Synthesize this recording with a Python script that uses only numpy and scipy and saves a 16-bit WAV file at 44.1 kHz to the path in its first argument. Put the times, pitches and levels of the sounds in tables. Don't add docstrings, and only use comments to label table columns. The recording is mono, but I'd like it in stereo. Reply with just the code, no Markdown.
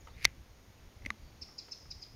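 import sys
import numpy as np
from scipy import signal
from scipy.fft import rfft, irfft, next_fast_len
from scipy.io import wavfile
from scipy.ndimage import map_coordinates

SR = 44100
rng = np.random.default_rng(int(sys.argv[2]) if len(sys.argv) > 2 else 0)


def invert_db(level):
    return 10 ** (np.asarray(level, dtype=float) / 20)


def store_wav(level_fs):
    pcm = np.round(np.clip(np.atleast_2d(level_fs), -1, 1) * 32767)
    wavfile.write(sys.argv[1], SR, pcm.T.astype(np.int16))


N = 94815


def unit(x):
    return x / np.sqrt(np.mean(x ** 2) + 1e-20)


def along(points, hz):
    f, v = np.transpose(points)
    return np.interp(np.log(hz + 1), np.log(f + 1), v)


def curves(rows):
    s, *cols = np.transpose(rows)
    return [np.interp(np.arange(N) / SR, s, c) for c in cols]


def wobble(rate):
    return map_coordinates(rng.standard_normal(1500), [np.arange(N) * rate / SR])


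def filtered(x, response):
    m = next_fast_len(N + SR // 2)
    return irfft(rfft(x, m) * response(np.fft.rfftfreq(m, 1 / SR)), m)[..., :N]


def add(out, s, x):
    part = out[..., max(round(s * SR), 0):][..., :x.shape[-1]]
    part += x[..., :part.shape[-1]]


def ring(t, hz, t60, rise, sag=0):
    sag_s = 0.00025
    bent_t = t + sag * sag_s * (1 - np.exp(-t / sag_s))
    attack = (1 - np.exp(-2 * t / rise)) ** 2
    return invert_db(-60 * t / t60) * attack * np.sin(2 * np.pi * hz * bent_t)


def rush(spectrum, alike):
    def turn(hz):
        return np.arccos(np.clip(along(alike, hz), -1, 1)) / 2

    def weights(hz):
        return invert_db(along(spectrum, hz)) * [np.cos(turn(hz)), np.sin(turn(hz))]

    mid, side = filtered(rng.standard_normal((2, N)), weights)
    return unit(np.array([mid + side, mid - side]))


def taps():
    tap_s = [.2459, .2492, .25185, 1.0215, 1.0508, 1.0614, 1.10365]
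    tap_spot = [0, 0, 0, 1, 1, 1, 2]
    # level/dB, bright modes/dB, hollow modes/dB, rise t/s
    blows = [
        (-20.5, 5.5, -34, 0.00024),
        (-31.5, -13, -24.5, 0.0008),
        (-5.5, 6.5, -30, 0.00035),
        (-43.5, 0, -14, 0.00097),
        (-32.5, -8, -55, 0.0004),
        (-18.5, 2, 1.5, 0.0013),
        (-14, -0.5, -1, 0.00054),
    ]
    # f/Hz, right level/dB, left level/dB, t60/s
    hard = [(810, -3.5, -8.5, 0.0052), (1620, 1.5, -4, 0.021), (2120, 0, -30, .06),
            (2520, -6.5, -36.5, 0.007), (2960, -9, -36.5, 0.0064), (3780, -6, -25, 0.013),
            (4492, -2.5, -13, 0.0088), (4930, -13.5, -22, 0.0059), (5550, -5, -19.5, 0.0074),
            (5860, 2.5, -13, 0.0049), (6900, -10, -39.5, .003), (8640, -33.5, -35, 0.00645),
            (10230, -27, -30.5, .005)]
    # f/Hz, right level/dB, left level/dB, t60/s
    flake = [(1140, -23, -42, 0.016), (2120, 0, -36, .035), (2480, 0.5, -27, 0.0094),
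             (3400, -11, -31, 0.0091), (4700, -26, -22, .008), (5950, -11.5, -26, .01),
             (8130, -25, -19, 0.01), (11000, -36, -27, .006)]
    # f/Hz, right level/dB, left level/dB, t60/s
    hole = [(1170, -6.5, -19.5, 0.018), (1860, -8.5, -32, 0.0077), (2010, 2.5, -38, 0.011),
            (2400, -18, -32, 0.0054), (3080, -14, -28, .004), (3900, -1.5, -15, 0.0037),
            (5240, -32, -14.5, 0.007), (6380, -11, -25, 0.0056), (9070, -40, -22, 0.0077)]
    sags = (0.42, 0.13, 0.12)
    spot_crack_db = (2.5, -11.5, -12.5)
    crack_db = np.array((-16.5, -27.5))[::-1, None]
    crack_t60, bright_hz, hollow_hz = 0.0119, 2300, 1800
    left_lag_s = 0.00036
    scatter_db, detune = 0.8, 0.0032
    dull_hz = 12700

    out, t = thuds(), np.arange(SR // 10) / SR
    choke = np.exp(-(t / 0.0042) ** 3)
    for s, spot, (db, bright_db, hollow_db, rise) in zip(tap_s, tap_spot, blows):
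        burst_db = bright_db + spot_crack_db[spot] + crack_db - 60 * t / crack_t60
        blow = invert_db(burst_db) * rng.standard_normal((2, len(t)))
        for hz, right_db, left_db, t60 in (hard, flake, hole)[spot]:
            tone_db = bright_db * (hz > bright_hz) + hollow_db * (hz < hollow_hz)
            tone_db += rng.normal(0, scatter_db)
            sag = sags[spot] * (hollow_hz < hz < bright_hz)
            mode = ring(t, hz * (1 + detune * rng.normal()), t60, rise, sag)
            if hz > hollow_hz:
                mode = mode * choke
            blow = blow + invert_db(tone_db + np.array([[left_db], [right_db]])) * mode
        add(out[0], s + left_lag_s, invert_db(db) * blow[0])
        add(out[1], s, -invert_db(db) * blow[1])
    return filtered(out, lambda f: 1 / (1 + (f / dull_hz) ** 6))


def thuds():
    thud_s = [.252, 1.0625, 1.0622, 1.104, 1.415]
    # level/dB, f/Hz, t60/s
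    bodies = [
        (-36.5, 326, 0.02),
        (-33.5, 250, 0.025),
        (-43.5, 582, 0.036),
        (-47, 215, 0.17),
        (-54, 256, 0.071),
    ]
    out, t = np.zeros((2, N)), np.arange(SR // 10) / SR
    for s, (db, hz, t60) in zip(thud_s, bodies):
        add(out, s, -invert_db(db) * ring(t, hz, t60, 0.00061)[None])
    return out


def scrape():
    # t/s, level/dB, bright part/dB
    course = [(.13, -75, -5), (.17, -66, 6.5), (.215, -56, 5.5), (.24, -46.5, 9), (.251, -42, 18.5),
              (.256, -42.5, -8), (.27, -54.5, -19), (.31, -70, -17), (.4, -77.5, -8), (1.0, -76.5, -12.5),
              (1.056, -74.5, 16.5), (1.0615, -44.5, 9), (1.068, -64, 4), (1.12, -72, -8), (1.2, -77, -18)]
    # f/Hz, width f/Hz, level/dB
    grit = [(2136, 800, 6.5), (4360, 1600, -7.5), (10800, 2130, -18)]
    slip_rate = 1200
    level_db, bright_db = curves(course)
    slips = rng.standard_normal((2, N)) * (0.5 + 3 * (rng.random(N) < slip_rate / SR))
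    bands = []
    for centre, width, db in grit:
        def resonance(f):
            return (1j * f * width / (centre * centre - f * f + 1j * f * width)) ** 2
        bands.append(invert_db(db) * unit(filtered(slips, resonance)))
    dull = invert_db(np.array([[-24], [0]])) * bands[0]
    bright = invert_db(bright_db + np.array([[-8], [0]])) * sum(bands[1:])
    return invert_db(level_db) * (dull + bright)


def knocks():
    # t/s, level/dB, upper modes/dB
    hits = [
        (0.0719, -44.5, 1),
        (0.0827, -48.5, -3.5),
        (1.4862, -56.5, 6.5),
        (1.683, -47, -6),
        (1.855, -59, 7),
    ]
    # f/Hz, level/dB, t60/s
    trunk = [(487, 1.5, 0.018), (856, -2, 0.019), (1260, 3.5, 0.018), (2110, -1.5, 0.018), (2720, -8, 0.01),
             (3720, -13.5, .012)]
    puff_db, puff_hz, puff_t60 = 4, 900, 0.03
    detune = 0.02
    out, puffs, t = np.zeros(N), np.zeros(N), np.arange(SR // 8) / SR
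    for s, db, upper_db in hits:
        for k, (hz, level, t60) in enumerate(trunk):
            mode_db = db + level + upper_db * (k > 0) + rng.normal(0, 1)
            add(out, s, invert_db(mode_db) * ring(t, hz * (1 + detune * rng.normal()), t60, 0.0022))
        add(puffs, s, invert_db(db + puff_db - 60 * t / puff_t60) * rng.standard_normal(len(t)))
    return out + filtered(puffs, lambda f: (2j * f * puff_hz / (puff_hz + 1j * f) ** 2) ** 2)


def chips():
    # t/s, length t/s, level/dB, top f/Hz, second voice/dB
    calls = [
        (1.4106, 0.0269, -43.5, 2690, -10),
        (1.5775, 0.024, -42.5, 2635, -9.5),
        (1.709, 0.027, -42.5, 2699, -6.5),
        (1.9017, .025, -42.5, 2607, -5.5),
        (2.0157, 0.027, -45, 2560, -10),
    ]
    arch = [(0, .84), (.27, .99), (.4, 1), (.5, .96), (.7, .81), (1, .62)]
    # share of chip, level/dB
    swell = [(0, -14), (.27, -5.5), (.45, 0.5), (.6, -7), (.8, -13), (1, -15)]
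    # share of chip, share of top pitch, level/dB
    second = [(0, 2.45, 6), (.14, 2.66, 3), (.3, 2.3, -6), (.6, 2.2, -7), (1, 1.95, -2)]
    overtones_db = (-17.5, 0.5, -25)
    hoarse_db, hoarse_rad, hoarse_rate = 3.5, 1.6, 500
    out, (share, bend, lift_db) = np.zeros(N), np.transpose(second)
    shake, sway = hoarse_rad * wobble(hoarse_rate), hoarse_rad * wobble(hoarse_rate)
    flutter = invert_db(hoarse_db * wobble(hoarse_rate))
    for s, length, db, top_hz, second_db in calls:
        u = np.linspace(0, 1, round(length * SR))
        now = slice(round(s * SR), round(s * SR) + len(u))
        phase = 2 * np.pi * np.cumsum(top_hz * np.interp(u, *np.transpose(arch))) / SR
        phase += shake[now] * u ** 0.5 / 2
        fall = 2 * np.pi * np.cumsum(top_hz * np.interp(u, share, bend)) / SR + sway[now] * u ** 0.5
        note = sum(invert_db(level) * np.sin((k + 1) * phase) for k, level in enumerate(overtones_db))
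        note = note + invert_db(second_db + np.interp(u, share, lift_db)) * flutter[now] * np.sin(fall)
        loudness = invert_db(db + 4.0 + np.interp(u, *np.transpose(swell)))
        add(out, s, loudness * flutter[now] ** u * np.sin(np.pi * u) ** 0.5 * note)
    return out


def canopy(x):
    # delay t/s, level/dB
    echoes = [(.004, -10), (.009, -8), (.035, -14), (.047, -26.5), (.105, -20.5)]
    # f/Hz, t60/s
    decay = [(500, 0.26), (4000, 0.413), (5500, 0.73), (9000, 0.47)]
    tail_db, twigs_db, twigs_t60 = -2.5, -4, 0.045
    hz, t, z = signal.stft(rng.standard_normal((2, SR // 2)), SR, nperseg=256)
    tail = signal.istft(z * invert_db(-60 * t / along(decay, hz)[:, None]), SR, nperseg=256)[1]
    twigs = rng.standard_normal(tail.shape) * invert_db(-60 * np.arange(tail.shape[1]) / SR / twigs_t60)
    tail = invert_db(tail_db) * tail / np.linalg.norm(tail[0])
    tail = tail + invert_db(twigs_db) * twigs / np.linalg.norm(twigs[0])
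    for delay, db in echoes:
        tail[:, round(delay * SR) + rng.integers(0, 40, size=2)] += invert_db(db) * np.eye(2)
    return signal.fftconvolve(x[None], tail, axes=1)[:, :N]


def rustled(x):
    shake_rad, shake_rate = 1.5, 420
    shake = shake_rad * np.array([wobble(shake_rate), wobble(shake_rate)])
    return np.real(signal.hilbert(x) * np.exp(1j * shake))


def twitter():
    # t/s, length t/s, start f/Hz, end f/Hz, level/dB
    whistles = [
        (0, .02, 7000, 6400, -63),
        (.047, .013, 6100, 5250, -64),
        (.093, .023, 3200, 5000, -67),
        (.13, .03, 3300, 4000, -68),
        (.212, .015, 3000, 3950, -64),
        (.77, .025, 2500, 2700, -67),
        (1.2, .14, 4700, 4500, -72),
    ]
    out, blur = np.zeros(N), 1.3 * wobble(300)
    for s, length, from_hz, to_hz, db in whistles:
        u = np.linspace(0, 1, round(length * SR))
        phase = 2 * np.pi * np.cumsum(from_hz + (to_hz - from_hz) * u) / SR
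        phase += blur[round(s * SR):][:len(u)]
        add(out, s, invert_db(db) * np.sin(np.pi * u) ** 0.5 * np.sin(phase))
    return out


def buffets():
    # centre t/s, length t/s, level/dB, f/Hz, left over right/dB
    eddies = [
        (0.187, 0.039, -48, 90, -12),
        (0.701, 0.032, -50.5, 90, -3),
        (.968, 0.028, -43, 80.2, -8),
        (1.233, 0.038, -42, 55, -18),
        (1.428, .04, -42.5, 68.7, -19),
    ]
    out = np.zeros((2, N))
    for s, length, db, hz, left_db in eddies:
        t = np.arange(round(length * SR)) / SR
        push = np.sin(np.pi * t / length) ** 2 * np.sin(2 * np.pi * hz * t)
        add(out, s - length / 2, invert_db(db + np.array([[left_db], [0]])) * push)
    return out


def wind():
    # t/s, strength/dB, left over right/dB
    gusts = [(0.0, -56.5, -14), (0.23, -53.5, -28), (0.26, -44.5, -9), (0.34, -61.5, -11), (0.41, -49, -24),
             (0.45, -60.5, -8.5), (0.85, -59.5, 17), (0.87, -51.5, 22), (0.93, -64.5, -4),
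             (1.05, -47.5, -15.5), (1.16, -62.5, -8), (1.22, -54.5, -17.5), (1.54, -64, -29),
             (1.8, -65.5, 22), (1.87, -54.5, -16), (2.02, -56.5, -1), (2.05, -65, -2), (2.15, -50, -19)]
    # f/Hz, level per Hz/dB
    rumble = [(15, -7), (30, 0.5), (70, 4.5), (120, -4), (220, -15.5), (400, -30), (900, -57)]
    lump_db, lump_rate = 1.5, 16
    strength_db, lean_db = curves(gusts)
    lumps = invert_db(lump_db * np.array([wobble(lump_rate), wobble(lump_rate)]))
    sides = 2 * np.array([invert_db(lean_db), np.ones(N)]) / np.sqrt(1 + invert_db(2 * lean_db))
    return invert_db(strength_db) * sides * unit(lumps * rush(rumble, [(50, 0.063)]))


def floor():
    # f/Hz, level per Hz/dB
    leaves = [(60, 1), (230, -0.5), (500, -3.5), (1000, -7.5), (2200, -12.5), (4500, -13.5), (7000, -13.5),
              (7500, -48.5)]
    # f/Hz, left-right likeness
    likeness = [(130, 0.18), (290, 0.37), (640, 0.24), (1400, 0.033)]
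    # f/Hz, level per Hz/dB
    thin = [(7200, -42), (7950, -5), (8300, 0.5), (9200, -8), (9600, -43), (10100, -2), (15500, -3),
            (16500, -31)]
    rustle = invert_db(-60 + 0.506 * wobble(1.7)) * rush(leaves, likeness)
    return rustle + invert_db(-74.5) * rush(thin, [(50, 0.01)])


def scene():
    left_lag_s, left_db = 0.00021, -3.5
    bird, far = chips(), knocks() + twitter()
    direct = np.array([np.roll(bird, round(left_lag_s * SR)), bird])
    placed = (direct + rustled(canopy(bird))) * invert_db(np.array([[left_db / 2], [-left_db / 2]]))
    distant = far + invert_db(-1.5) * canopy(far)
    return taps() + scrape() + placed + distant + buffets() + wind() + floor()


def band_limit(x):
    return signal.sosfilt(signal.butter(12, 16440, fs=SR, output="sos"), x)


def record(dry):
    notch_hz, notch_wide_hz, notch_db, top_hz = 7723, 250, -33.5, 16100
    duck_s, duck_hold_s, duck_db, duck_hz = 0.2575, 0.012, -30, 6200

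    def band(hz):
        return invert_db(notch_db * np.exp(-((hz - notch_hz) / notch_wide_hz) ** 4)) * (hz < top_hz)

    wet = filtered(dry, band)
    into_hold = 2 * (np.arange(N) / SR - duck_s) / duck_hold_s - 1
    duck = invert_db(duck_db * np.exp(-into_hold ** 8))
    treble = filtered(wet, lambda hz: 1 / (1 + (duck_hz / (hz + 1)) ** 16))
    wet = wet - (1 - duck) * treble
    return band_limit(np.clip(wet, -1, 1))


dry = scene()
out = record(dry)
store_wav(out)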